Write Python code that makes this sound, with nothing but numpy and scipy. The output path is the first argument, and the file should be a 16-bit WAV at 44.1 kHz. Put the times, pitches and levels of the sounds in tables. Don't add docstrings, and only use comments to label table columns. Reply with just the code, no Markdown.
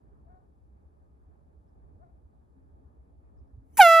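import sys
import numpy as np
from scipy import signal
from scipy.fft import rfft, irfft
from scipy.io import wavfile

SR = 44100
rng = np.random.default_rng(int(sys.argv[2]) if len(sys.argv) > 2 else 0)


def generate_wav(signal):
    frames = np.transpose(np.atleast_2d(signal))
    scaled = np.clip(frames, -1, 1) * 32767
    pcm = np.round(scaled).astype(np.int16)
    wavfile.write(sys.argv[1], SR, pcm)


def nominal_scale(level):
    x = np.asarray(level, float) / 20
    return 10 ** x


N = 176400
T = np.arange(N) / SR

# (frequency [Hz], density [dB per Hz])
GAS_HISS = [(600, -14.5), (1200, -7), (2200, -2.5), (4000, -18.5), (6600, -7.5), (8500, 2.5), (11000, -2.5),
            (15000, -1.5)]


def at_hz(points, hz):
    at, value = np.transpose(points)
    return np.interp(np.log(hz), np.log(at), value)


def rms_one(x):
    return x / np.sqrt(np.mean(x ** 2) + 1e-20)


def drift(rate_hz):
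    r = np.exp(-80 * np.pi * rate_hz / SR)
    white = rng.standard_normal(N // 40 + 2002)
    slow = signal.lfilter([1], [1, -2 * r, r * r], white)[2000:]
    return np.interp(np.arange(N) / 40, np.arange(len(slow)), rms_one(slow))


def butter(x, order, hz, kind):
    return signal.sosfilt(signal.butter(order, hz, kind, fs=SR, output="sos"), x)


def turning(pitch_hz):
    return 2 * np.pi * np.cumsum(pitch_hz) / SR


def coloured(spectrum):
    gain = nominal_scale(at_hz(spectrum, np.fft.rfftfreq(N, 1 / SR) + 1))
    return rms_one(irfft(rfft(rng.standard_normal(N)) * gain, N))


def pair(noise, alike):
    alike = np.clip(alike, -1, 1)
    return np.sqrt(1 + alike) * noise[0] + np.sqrt(1 - alike) * noise[1] * [[1], [-1]]


def traffic_bands():
    # (frequency [Hz], density [dB per Hz])
    air_colour = [(15, -49), (25, -18), (48, -8), (70, 2), (97, -12.5), (380, -21.5), (498, -24.5),
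                  (826, -27), (2600, -55), (3380, -88), (5720, -120)]
    # (frequency [Hz], left-right correlation [-1..1])
    likeness = [(60, 0.26), (130, 0.82), (290, 0.55), (640, -0.57), (1410, -0.47), (3100, -0.59),
                (6820, -0.19), (15000, -0.08)]
    out, together = 0, drift(2.16)
    edges_hz = 20 * 2 ** np.arange(0, 7.6, .5)
    white = rng.standard_normal((2, 2, N))
    for k, (low, high) in enumerate(zip(edges_hz, edges_hz[1:])):
        hz = np.sqrt(low * high)
        band = butter(white[k % 2], 4, [low, high], "band")
        level_db = at_hz(air_colour, hz) + 1.1 * together + 1.5 * drift(11.3)
        out = out + nominal_scale(level_db) * pair(band, at_hz(likeness, hz))
    return rms_one(out)


def drone():
    centre_hz, width_hz = 63.2, 9.1
    r = np.exp(-np.pi * width_hz / SR)
    poles = [1, -2 * r * np.cos(2 * np.pi * centre_hz / SR), r * r]
    ring = signal.lfilter([1], poles, rng.standard_normal((2, N)))
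    ring = butter(ring, 2, [35, 150], "band")
    return nominal_scale(-66.5 + 6.0 * drift(5.3)) * rms_one(pair(ring, 0.76))


def field():
    # (time [s], level [dB])
    traffic_db = [
        (0.0, -56.5),
        (4.0, -57),
    ]
    return nominal_scale(np.interp(T, *np.transpose(traffic_db))) * traffic_bands() + drone()


def motor():
    # (time [s], level [dB])
    motor_db = [
        (0, -75.5),
        (2.5, -89),
        (2.58, -63),
        (2.75, -76.5),
        (3.3, -76.5),
        (3.5, -69),
        (4, -68),
    ]
    level = nominal_scale(np.interp(T, *np.transpose(motor_db)) + 1.8 * drift(10.0))
    return level * np.sin(turning(266.4 + 4.0 * drift(5.0)))


def mic_hiss():
    # (frequency [Hz], density [dB per Hz])
    mic_colour = [(1500, -6), (3500, 4.5), (6000, 0), (8600, 8), (11000, 1), (13000, -6), (14000, -16),
                  (16000, -20)]
    return nominal_scale(-94) * coloured(mic_colour)


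def dog():
    # (start [s], length [s], top pitch [Hz], level [dB])
    barks = [
        (0.257, 0.153, 378, -65.5),
        (1.986, 0.111, 349.7, -66.5),
    ]
    # (multiple of pitch [1], level [dB])
    bark_partials = [(2, 5), (3, -8.5), (4, -10.5), (5, -24), (6, -31)]
    scoop, echo_s, echo_db = .22, .06, -8.5
    left_lag_s, left_db = 0.00044, 5
    out, hoarse = np.zeros(N), drift(52.0)
    for start, length, hz, db in barks:
        along = np.clip((T - start) / length, 0, 1)
        below = scoop * np.clip(1 - along / 0.442, 0, 1) ** 1.52
        phase = turning(hz * (1 - below - 0.027 * along + 0.0265 * hoarse))
        voice = sum(nominal_scale(p_db) * np.sin(k * phase) for k, p_db in bark_partials)
        out += nominal_scale(db + 1.7 * hoarse) * np.sin(np.pi * along ** .8) ** 1.2 * voice
    out = out + nominal_scale(echo_db) * np.interp(T - echo_s, T, out)
    left = nominal_scale(left_db) * np.interp(T - left_lag_s, T, out)
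    return np.array([left, out])


def phone_knocks():
    # (time [s], pitch [Hz], level [dB])
    knocks = [
        (1.259, 66.5, -47.5),
        (1.848, 49.6, -48),
        (1.959, 77.5, -44.5),
        (2.258, 62, -44.5),
        (2.748, 69.4, -51),
        (3.545, 67.4, -42),
        (3.585, 109.5, -44),
    ]
    width_s = 0.013
    return sum(nominal_scale(db) * np.exp(-((T - s) / width_s) ** 2) * np.cos(2 * np.pi * hz * (T - s))
               for s, hz, db in knocks)


def bird():
    # (start [s], length [s], pitch [Hz], level [dB])
    chirps = [
        (1.67, .04, 5300, -95),
        (3.37, .045, 5300, -90),
        (3.465, .045, 5400, -95),
    ]
    out, rough = 0, drift(300.0)
    for s, length, hz, db in chirps:
        swell = np.sin(np.pi * np.clip((T - s) / length, 0, 1))
        out = out + nominal_scale(db) * swell * rough * np.sin(2 * np.pi * hz * T)
    return out


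def leak():
    # (time [s], hiss level [dB], squeak level [dB], squeak pitch [Hz])
    creep = [
        (3.62, -110, -120, 2200),
        (3.65, -90, -120, 2200),
        (3.714, -80, -103, 2270),
        (3.738, -76, -80, 3080),
        (3.76, -71, -68.5, 3050),
        (3.769, -58, -85, 3050),
    ]
    # (multiple of pitch [1], level [dB])
    squeak_partials = [(1, -9), (2, 0), (3, 5), (4, 1), (5, -3)]
    s, hiss_db, squeak_db, squeak_hz = np.transpose(creep)
    hiss_db, squeak_db = [np.interp(T, s, c, left=-200, right=-200) for c in (hiss_db, squeak_db)]
    phase = turning(np.interp(T, s, squeak_hz) * (1 + 0.0046 * drift(100.0)))
    squeak = sum(nominal_scale(db) * np.sin(k * phase) for k, db in squeak_partials)
    return nominal_scale(hiss_db) * coloured(GAS_HISS) + nominal_scale(squeak_db) * squeak


def horn():
    # (time [s], fundamental level [dB], extra treble [dB], gas hiss level [dB])
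    blast = [
        (3.769, -82, 8, -73),
        (3.771, -64, 6, -27),
        (3.7962, -6.5, -7, -22.5),
        (3.807, -6, -2, -26),
        (3.818, -10.5, 4.5, -31),
        (3.836, -10, -3, -30),
        (3.872, -9, -3.5, -30.5),
        (3.93, -11, -2, -38),
        (4.0, -11.5, -9, -40),
    ]
    # (multiple of pitch [1], level [dB])
    overtones = [(2, -6.5), (3, -16), (4, -21.5), (5, -27), (6, -32.5), (7, -35.5), (8, -36.5), (9, -38.5),
                 (10, -34.5), (11, -37), (12, -37), (13, -51), (14, -44), (15, -40), (16, -44), (17, -43),
                 (18, -35.5), (19, -63), (20, -46), (21, -42), (22, -56), (23, -44)]
    sag_start_s, slap_s = 3.782, 3.8045
    s, *columns = np.transpose(blast)
    swing_db, treble_db, hiss_db = [np.interp(T, s, c, left=-200) for c in columns]

    since_sag = np.maximum(T - sag_start_s, 0)
    fast_sag_hz = 290 * np.exp(-since_sag / .024)
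    slow_sag_hz = 50 * np.exp(-since_sag / .042)
    phase = turning(659.5 + fast_sag_hz + slow_sag_hz + .7 * drift(25.0))
    tone = nominal_scale(swing_db) * np.cos(phase + 1.6)

    since_slap = np.maximum(T - slap_s, 0)
    for k, db in overtones:
        later_s = .0018 * min(k, 9) * (k != 3)
        arrive_db = np.minimum(1500 * (T - slap_s - later_s), 0)
        arrive_db -= 9 / (k - 1) * np.exp(-since_slap / 0.071)
        high = np.clip((k - 2) / 7.9, .15, 1)
        colour_db = high * (treble_db + 1.2 * drift(8.0))
        tone += nominal_scale(db + arrive_db + colour_db) * np.cos(k * phase)

    hiss = coloured(GAS_HISS)
    thin = butter(hiss, 4, 6100, "high")
    full = np.exp(-since_slap / .03)
    gas = nominal_scale(hiss_db + 3.05 * drift(80.0)) * (full * hiss + (1 - full) * thin)
    return np.sqrt(2) * tone + gas


def ports(x):
    # (frequency [Hz], left minus right level [dB], left lead [rad])
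    port_gap = [(700, -2, -.3), (1300, -3, -.15), (2600, -4, .5), (4000, 3, .7), (5300, -9, -1.2),
                (6600, -4, -1.4), (8000, 0, -2.4), (16000, 0, -13)]
    padded = N + SR
    hz = np.fft.rfftfreq(padded, 1 / SR)
    at, db, lead = np.transpose(port_gap)
    half = nominal_scale(np.interp(hz, at, db) / 2) * np.exp(.5j * np.interp(hz, at, lead))
    return irfft(rfft(x, padded) * np.array([half, 1 / half]), padded)[:, :N]


def scene():
    small_sounds = motor() + mic_hiss() + phone_knocks() + bird()
    return field() + dog() + ports(small_sounds + leak() + horn())


def roll_off(x):
    return signal.sosfilt(signal.butter(12, 16450, fs=SR, output="sos"), x)


def record(dry):
    # (time [s], step [dB])
    gain_steps = [
        (3.8205, -2.5),
        (3.8325, -3),
        (3.8745, -2.5),
    ]
    step_s, ceiling, cut_hz = .001, .93, 16250
    gain_db = sum(db * np.clip((T - s) / step_s, 0, 1) for s, db in gain_steps)
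    driven = dry * nominal_scale(gain_db) / ceiling
    held = ceiling * np.tanh(driven + driven ** 3 / 3)
    mix = signal.sosfilt(signal.cheby2(12, 60, cut_hz, fs=SR, output="sos"), held)
    return roll_off(mix)


dry = scene()
out = record(dry)
generate_wav(out)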